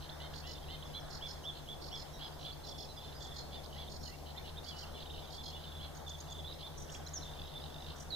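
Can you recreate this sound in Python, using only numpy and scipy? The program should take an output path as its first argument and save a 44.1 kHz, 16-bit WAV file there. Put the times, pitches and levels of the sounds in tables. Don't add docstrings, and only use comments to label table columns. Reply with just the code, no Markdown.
import sys
import numpy as np
from scipy import signal
from scipy.fft import rfft, irfft, next_fast_len
from scipy.io import wavfile
from scipy.ndimage import uniform_filter1d

SR = 44100
rng = np.random.default_rng(int(sys.argv[2]) if len(sys.argv) > 2 else 0)


def file_out(sig):
    cols = np.atleast_2d(sig).T
    lim = np.clip(cols, -1, 1)
    pcm = np.round(lim * 32767).astype(np.int16)
    wavfile.write(sys.argv[1], SR, pcm)


N = 359415
T = np.arange(N) / SR


def gain_of(db):
    return 10 ** (np.asarray(db) / 20)


def evened(x):
    return x / np.sqrt(np.mean(x ** 2) + 1e-20)


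def read(points, hz):
    f, *columns = np.transpose(points)
    return [np.interp(np.log(hz + 1), np.log(f + 1), c) for c in columns]


def follow(rows):
    s, *columns = np.transpose(rows)
    return [np.interp(T, s, c) for c in columns]


def add(mix, s, sound):
    part = mix[round(max(s, 0) * SR):][:len(sound)]
    part += sound[:len(part)]


def wobble(size, span):
    noise = rng.standard_normal(size)
    return evened(uniform_filter1d(uniform_filter1d(noise, span), span))


def whistle(length, start_hz, mid_hz, end_hz, db, flutter_db=2.5, waver=.012, rise=.003):
    u = np.linspace(0, 1, max(round(length * SR), 50))
    hz = start_hz * (1 - u) * (1 - 2 * u) + mid_hz * 4 * u * (1 - u) + end_hz * u * (2 * u - 1)
    hz *= 1 + waver * wobble(len(u), 35)
    cycles = np.cumsum(hz) / SR + rng.random()
    tone = np.sqrt(2) * np.sin(2 * np.pi * cycles)
    shape = np.clip(np.minimum(u * length / rise, (1 - u) / 0.079), 0, 1)
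    return tone * shape * gain_of(db + flutter_db * wobble(len(u), 90))


def quick_slide(length, start_hz, end_hz, db):
    return whistle(length, start_hz, (start_hz + end_hz) / 2, end_hz, db, flutter_db=4, waver=.045)


# start_s, length_s, top_hz, level_db, level_db of the partial a fifth below
ARCHED_NOTES = [(0.944, 0.055, 3480, -48, -66), (1.221, 0.0596, 3500, -46, -62.5),
                (1.45, 0.058, 3526, -44, -85), (1.685, 0.06, 3495, -48, -69),
                (1.924, 0.055, 3450, -47.5, -68), (2.21, 0.064, 3406, -50, -67),
                (2.448, 0.069, 3520, -49.5, -70), (3.518, 0.084, 3590, -55, -71),
                (3.776, 0.064, 3460, -53, -66), (3.875, 0.013, 3700, -51, -70),
                (4.372, 0.0186, 3660, -49, -63), (4.57, 0.023, 3730, -49, -68),
                (4.669, 0.05, 3460, -52.5, -68), (4.942, .056, 3550, -57.5, -68),
                (5.221, .04, 3560, -60, -70), (5.531, 0.051, 3520, -51.5, -75),
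                (5.806, 0.062, 3436, -52.5, -68), (6.628, 0.058, 3600, -51.5, -68)]
ARCH_START, ARCH_END = 0.92, .93
SCOOP_S, SCOOP_FROM, SCOOP_DB = .012, .82, -8


def arches():
    mix = np.zeros(N)
    for s, length, hz, db, under_db in ARCHED_NOTES:
        bend = hz * np.array([ARCH_START, 1, ARCH_END])
        scoop = hz * np.linspace(SCOOP_FROM, ARCH_START, 3)
        add(mix, s - SCOOP_S, whistle(SCOOP_S, *scoop, db + SCOOP_DB))
        add(mix, s, whistle(length, *bend, db) + whistle(length, *(bend * 2 / 3), under_db))
    return mix


# start_s, length_s, pitch_hz, level_db
NASAL_NOTES = [(.2, 0.0795, 529, -56), (0.436, 0.081, 494.5, -57.5), (0.684, .078, 524.5, -54.5)]
OVERTONE_ORDERS = (4, 6, 7, 8)
NASAL_DB, NASAL_START, NASAL_END = (-9, -1, -4.5, -7), .89, 0.97


def nasal_notes():
    mix = np.zeros(N)
    for s, length, hz, db in NASAL_NOTES:
        for k, rel_db in zip(OVERTONE_ORDERS, NASAL_DB):
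            bend = k * hz * np.array([NASAL_START, 1, NASAL_END])
            add(mix, s, whistle(length, *bend, db + rel_db, flutter_db=4, waver=.014))
    return mix


# start_s, length_s, pitch_hz, level_db
PEEP_NOTES = [(.11, 0.031, 3590, -58.5), (0.629, .02, 3270, -58), (0.849, .03, 3430, -60),
              (1.288, .03, 3240, -62), (4.858, 0.052, 3150, -65), (0.549, 0.018, 3600, -56),
              (1.915, .048, 5620, -59.5), (2.129, .049, 5660, -63), (2.136, 0.053, 3850, -57.5),
              (2.23, 0.061, 5010, -61), (2.396, 0.054, 5740, -66), (2.886, .043, 4030, -56),
              (2.964, 0.033, 4900, -60), (2.969, .03, 3460, -53.5), (3.148, 0.047, 4940, -58),
              (3.523, .059, 4730, -64), (3.79, .034, 4600, -65), (3.997, 0.048, 5560, -62),
              (4.122, .035, 2760, -60), (4.437, 0.037, 2940, -58), (4.744, 0.047, 2960, -58.5),
              (4.949, 0.047, 4130, -62), (5.217, .043, 4910, -68), (5.3, .025, 3710, -64),
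              (5.33, .02, 3300, -59), (5.379, 0.042, 3470, -50), (5.458, .045, 3340, -53),
              (5.554, 0.029, 2950, -55), (5.651, 0.043, 3600, -55), (5.717, .085, 3470, -56.5),
              (5.831, .038, 4120, -60), (6.282, .031, 4740, -65), (6.283, .02, 3520, -57),
              (6.948, .018, 3340, -52.5), (7.062, 0.016, 4070, -50.5), (7.22, 0.015, 4060, -49.5),
              (7.388, 0.013, 3510, -50), (7.55, .033, 3545, -47.5), (8.121, 0.038, 3930, -40.5)]
PEEP_ENDS = 0.99


def peeps():
    mix = np.zeros(N)
    for s, length, hz, db in PEEP_NOTES:
        add(mix, s, whistle(length, hz * PEEP_ENDS, hz, hz * PEEP_ENDS, db))
    return mix


# start_s, length_s, gap_s from pip to pip, pitch_hz, level_db
TRILL_RUNS = [(2.672, .18, .036, 3485, -54), (3.0, .095, 0.037, 3570, -56.5), (3.205, .2, .0345, 3510, -55),
              (3.723, .04, 0.016, 3090, -56.5), (4.259, .04, 0.022, 3050, -60),
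              (5.056, .15, .039, 3720, -58), (6.064, .11, 0.035, 3540, -50.5),
              (6.308, .11, .0375, 3520, -50.5), (6.477, .055, .011, 3880, -49),
              (7.234, .06, .021, 3580, -53.5)]
PIP_SHARE, PIP_END, PIP_SPREAD_DB = 0.72, 0.933, 1


def trills():
    mix = np.zeros(N)
    for s, length, gap, hz, db in TRILL_RUNS:
        for at in np.arange(s, s + length - gap / 2, gap):
            pip_db = db + PIP_SPREAD_DB * rng.standard_normal()
            add(mix, at, whistle(PIP_SHARE * gap, hz, hz, hz * PIP_END, pip_db))
    return mix


# start_s, length_s, start_hz, end_hz, level_db
SLIDE_NOTES = [(.85, 0.035, 5930, 4500, -67), (0.939, .045, 3980, 4120, -51.5),
               (.995, 0.026, 6220, 4900, -62), (1.28, 0.043, 6350, 4280, -60),
               (1.43, 0.029, 6540, 4900, -62), (2.32, .026, 4600, 4930, -63),
               (2.514, 0.026, 4160, 4680, -54.5), (2.634, .022, 4440, 3850, -56),
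               (3.39, .045, 4300, 4040, -58), (3.548, .02, 3220, 2850, -59), (3.75, .04, 1800, 2300, -64),
               (4.058, 0.027, 3150, 2860, -56.5), (4.073, .085, 1870, 2286, -64),
               (4.346, .075, 1850, 2410, -65), (4.364, 0.038, 3950, 4340, -57),
               (4.47, 0.023, 3100, 3900, -57), (4.71, 0.037, 3200, 2840, -55.5),
               (4.82, 0.028, 3220, 2700, -55.5), (4.953, .035, 3250, 2750, -57),
               (5.13, .038, 3170, 2710, -60), (5.176, .015, 3150, 2930, -55),
               (5.637, 0.024, 3300, 2830, -59), (6.443, 0.037, 3400, 3580, -48.5),
               (6.525, .023, 4750, 5200, -60), (6.665, 0.0154, 4670, 3670, -55),
               (7.06, 0.02, 5200, 7300, -55), (7.135, .054, 6870, 5220, -45),
               (8.103, 0.019, 4500, 3940, -46.5)]


def slides():
    mix = np.zeros(N)
    for s, length, start_hz, end_hz, db in SLIDE_NOTES:
        add(mix, s, whistle(length, start_hz, (start_hz + end_hz) / 2, end_hz, db))
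    return mix


# start_s, top_hz, level_db
FLICK_NOTES = [(.09, 4480, -50.5), (.335, 4300, -54), (.575, 4060, -55), (0.824, 4380, -53),
               (3.633, 5340, -57), (3.648, 4700, -51.5), (5.02, 4230, -56), (5.055, 3970, -53),
               (5.096, 3980, -53.5), (5.135, 3930, -55), (5.175, 3770, -56), (6.89, 3730, -53.5),
               (6.945, 3534, -52.5), (7.08, 6560, -56.5)]
FLICK_S, FLICK_FROM = .015, .64


def flicks():
    mix = np.zeros(N)
    for s, hz, db in FLICK_NOTES:
        add(mix, s, quick_slide(FLICK_S, FLICK_FROM * hz, hz, db))
    return mix


# start_s of the loud one, top_hz, level_db
TWEET_PAIRS = [(5.967, 6960, -54.5), (6.09, 7000, -52.5), (6.2, 7150, -53.5), (6.318, 7140, -52)]
TWEET_S, TWEET_FROM = 0.0146, .82
FIRST_S, FIRST_DB = .019, -7
LOWER, LOWER_DB = .7, -5


def tweets():
    mix = np.zeros(N)
    for s, hz, db in TWEET_PAIRS:
        for at, level_db in ((s - FIRST_S, db + FIRST_DB), (s, db)):
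            add(mix, at, quick_slide(TWEET_S, TWEET_FROM * hz, hz, level_db))
            lower_hz = LOWER * hz
            add(mix, at, quick_slide(TWEET_S, TWEET_FROM * lower_hz, lower_hz, level_db + LOWER_DB))
    return mix


def throbs(length, per_s, pulse_hz, overtones, sag, rough, fill):
    turns = np.arange(round(length * SR)) * per_s / SR
    size_db = 2.2 * rng.standard_normal(12)[turns.astype(int)]
    throb = np.sin(np.pi * np.minimum(turns % 1 / 1.03, 1)) ** 2 + fill
    arch = 0.51 + np.sin(np.pi * turns / turns[-1])
    swell = evened(throb * gain_of(size_db) * arch)
    rate_hz = pulse_hz * (1 - sag * (turns % 1 - .4) + rough * wobble(len(turns), 25))
    cycles = np.cumsum(rate_hz) / SR
    uneven = 1 + .5 * np.cos(np.pi * cycles)
    tones = sum(np.sqrt(2) * gain_of(db) * np.cos(2 * np.pi * k * cycles) for k, db in overtones)
    return swell * uneven * tones


# start_s, pulse_rate_hz, fifth_db, sixth_db, high_db (sets seventh and eighth)
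BUZZ_NOTES = [(.329, 900, -55, -63, -67), (.462, 882, -56, -57, -65), (1.099, 885, -54.5, -56, -66),
              (1.259, 876, -57, -55, -68), (1.811, 902, -54.5, -60.5, -72), (1.947, 863, -58, -55, -67),
              (2.64, 900, -56.5, -56.5, -67), (2.775, 888, -57, -55.5, -67), (3.195, 900, -58, -63, -62),
              (3.335, 878, -52.5, -60, -63), (3.89, 891, -56.5, -61.5, -65), (4.025, 876, -54, -60, -62.5),
              (4.636, 913, -53, -63, -65.5), (4.759, 901, -55.5, -58.5, -65), (5.295, 900, -56, -63, -67),
              (5.43, 857, -54, -57.5, -64.5), (6.771, 996, -77, -56.5, -65), (6.892, 950, -69, -59, -59),
              (7.953, 996, -70, -59.5, -63.5)]
BUZZ_PER_S = 45.9


def buzzes():
    mix = np.zeros(N)
    for s, hz, fifth_db, sixth_db, high_db in BUZZ_NOTES:
        overtones = zip(range(5, 9), (fifth_db, sixth_db, high_db - 4, high_db - 2))
        add(mix, s, throbs(4 / BUZZ_PER_S, BUZZ_PER_S, hz, overtones, sag=.065, rough=.023, fill=.33))
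    return mix


# start_s, length_s, level_db of the fourth overtone
CHURR_NOTES = [(0, 0.068, -58.5), (.195, .04, -60), (.7, 0.056, -61), (1.529, .08, -60),
               (2.185, 0.1, -57.5), (2.387, 0.13, -56.5), (3.006, 0.089, -62.5), (3.118, .04, -63.5),
               (3.52, 0.051, -59), (3.724, 0.15, -61), (4.246, 0.083, -61.5), (4.451, 0.062, -58.5),
               (4.981, .06, -57.5), (5.154, .06, -62), (5.597, 0.095, -62.5), (5.806, .062, -59.5),
               (6.473, 0.087, -70), (6.585, 0.049, -57.5), (7.615, .068, -64), (7.86, 0.083, -58.5)]
CHURR_HZ, CHURR_PER_S = 1058, 57


def churrs():
    mix = np.zeros(N)
    for s, length, db in CHURR_NOTES:
        overtones = zip(range(3, 5), (db - 2.1, db))
        add(mix, s, throbs(length, CHURR_PER_S, CHURR_HZ, overtones, sag=.24, rough=.035, fill=.6))
    return mix


def throat(x, modes):
    out = np.zeros(len(x))
    for hz, width, db in modes:
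        b, a = signal.iirpeak(hz, hz / width, SR)
        out += gain_of(db) * signal.lfilter(b, a, signal.lfilter(b, a, x))
    return out


# time_s, peak_db
RATTLE_PEAKS = [(7.2, -50), (7.33, -47), (7.43, -44), (7.52, -47), (7.63, -43.5), (7.71, -48), (7.82, -44),
                (7.92, -49)]
# centre_hz, width_hz of one pass, level_db
THROAT_MODES = [(2800, 200, -2), (3650, 170, 9), (4850, 200, -5)]
RATTLE_START_S, RATTLE_GAP_S, RATTLE_CLICKS = 7.2117, .02037, 35
RATTLE_SPREAD_DB, RATTLE_JITTER_S, RATTLE_PITCH_SPREAD = 2.5, .0008, .035


def rattle():
    mix = np.zeros(N)
    late, size, shift = rng.standard_normal((RATTLE_CLICKS, 3)).T
    times = RATTLE_START_S + RATTLE_GAP_S * np.arange(RATTLE_CLICKS) + RATTLE_JITTER_S * late
    peaks_db = np.interp(times, *np.transpose(RATTLE_PEAKS)) + RATTLE_SPREAD_DB * size
    for s, db, scale in zip(times, peaks_db, 1 + RATTLE_PITCH_SPREAD * shift):
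        click = throat(signal.unit_impulse(600), np.multiply(THROAT_MODES, (scale, 1, 1)))
        add(mix, s, gain_of(db) * click / abs(click).max())
    return mix


# start_s, level_db of the noise before shaping
STEM_SNAPS = [(3.342, -62), (5.544, -63), (7.296, -61), (7.781, -63), (7.989, -63)]


def stem_ticks():
    mix = np.zeros(N)
    for s, db in STEM_SNAPS:
        bright = np.diff(rng.standard_normal(120))
        add(mix, s, gain_of(db) * bright * np.exp(-np.arange(119) / 30))
    return mix


# time_s, level_db
CHATTER_LEVEL = [(0.0, -65.5), (0.7, -61), (1.45, -66), (2.06, -62.5), (2.2, -66.5), (3.24, -63.5),
                 (3.61, -65), (3.75, -66), (4.06, -68), (5.54, -59), (6.13, -66), (6.51, -60), (6.67, -64),
                 (7.06, -64.5), (7.47, -58.5), (7.72, -63), (8.15, -64.5)]
CHATTER_HZ, CHATTER_SPREAD, CHATTER_PER_S = 3600, .12, 700


def chatter():
    mix = np.zeros(N)
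    for s, length, pitch, glide, size in rng.random((round(CHATTER_PER_S * T[-1]), 5)):
        hz = CHATTER_HZ * np.exp(CHATTER_SPREAD * np.log(pitch / (1 - pitch)) / 1.822)
        t = np.arange(round((0.0041 + 0.017 * length) * SR)) / SR
        chip = np.sin(2 * np.pi * hz * t * (1 - 8 * (glide - .3) * t)) * np.hanning(len(t))
        add(mix, s * T[-1], chip * gain_of(-1.5 * np.log(size + .01)))
    return gain_of(follow(CHATTER_LEVEL)[0]) * evened(mix)


# frequency_hz, left_lead_rad, left_minus_right_db
PORT_LEAD = [(1510, -15, -9), (2100, 3.5, -19.5), (2406, 4, -0.5), (4080, 6.5, -6.5), (4300, 7, -8.5),
             (4510, 11, -13.5), (5950, 13.5, -4), (5720, 20, -5), (5670, 16.5, 2), (7850, 8.5, -3),
             (9100, 16, 4)]


def ports(x):
    size = next_fast_len(N)
    lead, pan_db = read(PORT_LEAD, np.fft.rfftfreq(size, 1 / SR))
    sides = gain_of([pan_db / 2, -pan_db / 2])
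    sides /= np.sqrt((sides ** 2).mean(0))
    turn = np.exp(.5j * np.array([lead, -lead]))
    return irfft(rfft(x, size) * sides * turn, size)[:, :N]


REEDS_T60, REEDS_DB = .5, -8


def reeds(x):
    taps = np.zeros((2, SR // 2))
    slots = np.arange(200, SR // 2 - 20, 20)
    at = slots + rng.integers(0, 20, (2, (SR // 2 - 201) // 20))
    np.put_along_axis(taps, at, rng.choice([-1., 1.], at.shape), 1)
    taps *= gain_of(-60 * T[:SR // 2] / REEDS_T60)
    taps /= np.linalg.norm(taps[0])
    return gain_of(REEDS_DB) * signal.fftconvolve(x[None], taps, axes=1)[:, :N]


# time_s, firing_rate_hz, first_order_db, second_order_db
HIGHER_ENGINE = [(0, 75.64, -54.5, -55), (3, 76.43, -58, -60.5), (3.6, 74.1, -53.5, -60.5),
                 (4.6, 76.93, -54, -60), (5.5, 78.18, -53.5, -61), (8.15, 77.1, -54, -59.5)]
LOWER_ENGINE = [(0, 71.13, -63.5, -62), (2.5, 72.03, -73.5, -60.5), (3.6, 71.26, -77, -59.5),
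                (4.5, 72.47, -65, -63.5), (6, 72.65, -68.5, -59.5), (8.15, 72.5, -64, -57.5)]
# time_s, cycle_hz, third_db, sixth_db, eighth_db
REVVING_VEHICLE = [(2.6, 12, -75, -75, -80), (3, 18, -62, -64, -71), (3.45, 23, -57, -59, -62),
                   (3.85, 26.7, -61, -63, -62), (4.3, 26.5, -64, -66, -70), (5, 27, -66, -66, -70),
                   (8.15, 27, -68, -66, -75)]


def drone():
    mix = np.zeros((2, N))
    for rows, orders in ((HIGHER_ENGINE, (1, 2)), (LOWER_ENGINE, (1, 2)), (REVVING_VEHICLE, (3, 6, 8))):
        hz, *levels = follow(rows)
        turns = np.cumsum(hz * (1 + 0.00357 * wobble(N, 9000))) / SR + rng.random()
        for place, (k, db) in enumerate(zip(orders, levels)):
            lead = np.array([[0.54 * (place + 1)], [0]])
            side_db = 0.29 + 1.4 * place * np.array([[1], [-1]])
            level = gain_of(db + side_db + 0.96 * wobble(N, 7000))
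            mix += np.sqrt(2) * level * np.sin(2 * np.pi * k * turns + lead)
    return mix


# frequency_hz, level_db per Hz
WASH_SPECTRUM = [(15, -70.5), (40, -68.5), (100, -83), (250, -80), (480, -79.5), (750, -78.5), (1250, -88),
                 (1600, -89.5), (2200, -94), (3500, -102.5), (5000, -94), (6300, -98), (8000, -101),
                 (11000, -101.5), (15500, -102)]
# time_s, level_db
ROAR_SWELL = [(0.0, -65.5), (0.07, -61.5), (0.36, -60.5), (0.59, -67.5), (1.09, -61.5), (1.86, -68),
              (2.22, -62.5), (2.84, -69.5), (3.18, -62.5), (3.97, -69), (4.86, -63.5), (5.47, -68.5),
              (5.76, -63), (6.81, -69), (6.9, -62), (7.63, -66), (8.15, -62)]
# frequency_hz, left_minus_right_db
WASH_BALANCE = [(40, -1), (100, 1), (250, 4), (700, 5), (1250, 0), (2000, -1.5), (4000, -3), (6300, 0)]
# frequency_hz, coherence (0 to 1)
WASH_LIKENESS = [(40, .62), (100, .5), (250, .1), (480, .05), (800, .35), (1250, .22), (2000, 0)]
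# frequency_hz, left_in_right (share), right_in_left (share)
CROSS_SHARES = [(300, 0, 0), (1150, .17, .28), (2400, .4, .3), (3600, .38, .2), (5000, .14, .12),
                (6800, .1, .24), (10000, .13, .23), (15000, .07, .16)]
CROSS_S = 1 / 2560


def wash():
    frames, hz = N // 256 + 5, np.fft.rfftfreq(1024, 1 / SR)
    a, b, c, d, patches = rng.standard_normal((frames, 513, 5)).T
    patches = evened(uniform_filter1d(uniform_filter1d(patches, 14, 0), 14, 1))
    level_db, = read(WASH_SPECTRUM, hz)
    pan_db, = read(WASH_BALANCE, hz)
    same, = read(WASH_LIKENESS, hz)
    forward, backward = read(CROSS_SHARES, hz)
    late = np.exp(2j * np.pi * hz * CROSS_S)
    alike = (same - forward * late - backward / late)[:, None]
    left = a + 1j * b
    unshared = np.sqrt(np.clip(1 - abs(alike) ** 2, 0, 1)) * (c + 1j * d)
    z = np.array([left, alike.conj() * left + unshared])
    s, roar_db = np.transpose(ROAR_SWELL)
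    roar_db = np.interp(np.arange(frames) * 256 / SR, s, roar_db - roar_db.mean())
    reach = np.exp(-(np.log((hz + 1) / 1600) / .3) ** 2)[:, None]
    sides = np.array([pan_db, -pan_db])[:, :, None] / 2
    z *= gain_of(level_db[:, None] + sides + reach * roar_db + 1.19 * patches)
    return np.sqrt(SR / 1024 * 3 / 4) * signal.istft(z, nperseg=1024, noverlap=768)[1][:, :N]


def birds():
    whistles = arches() + nasal_notes() + peeps() + trills() + slides()
    chips = flicks() + tweets()
    return whistles + chips + buzzes() + churrs() + rattle() + stem_ticks()


def scene():
    song = birds() + chatter()
    return ports(song) + reeds(song) + drone() + wash()


EDGE_HZ = 15550


def record(dry):
    low_pass = signal.firwin(1023, EDGE_HZ, window=("kaiser", 9), fs=SR)
    return signal.oaconvolve(dry, low_pass[None], "same")


dry = scene()
out = record(dry)
file_out(out)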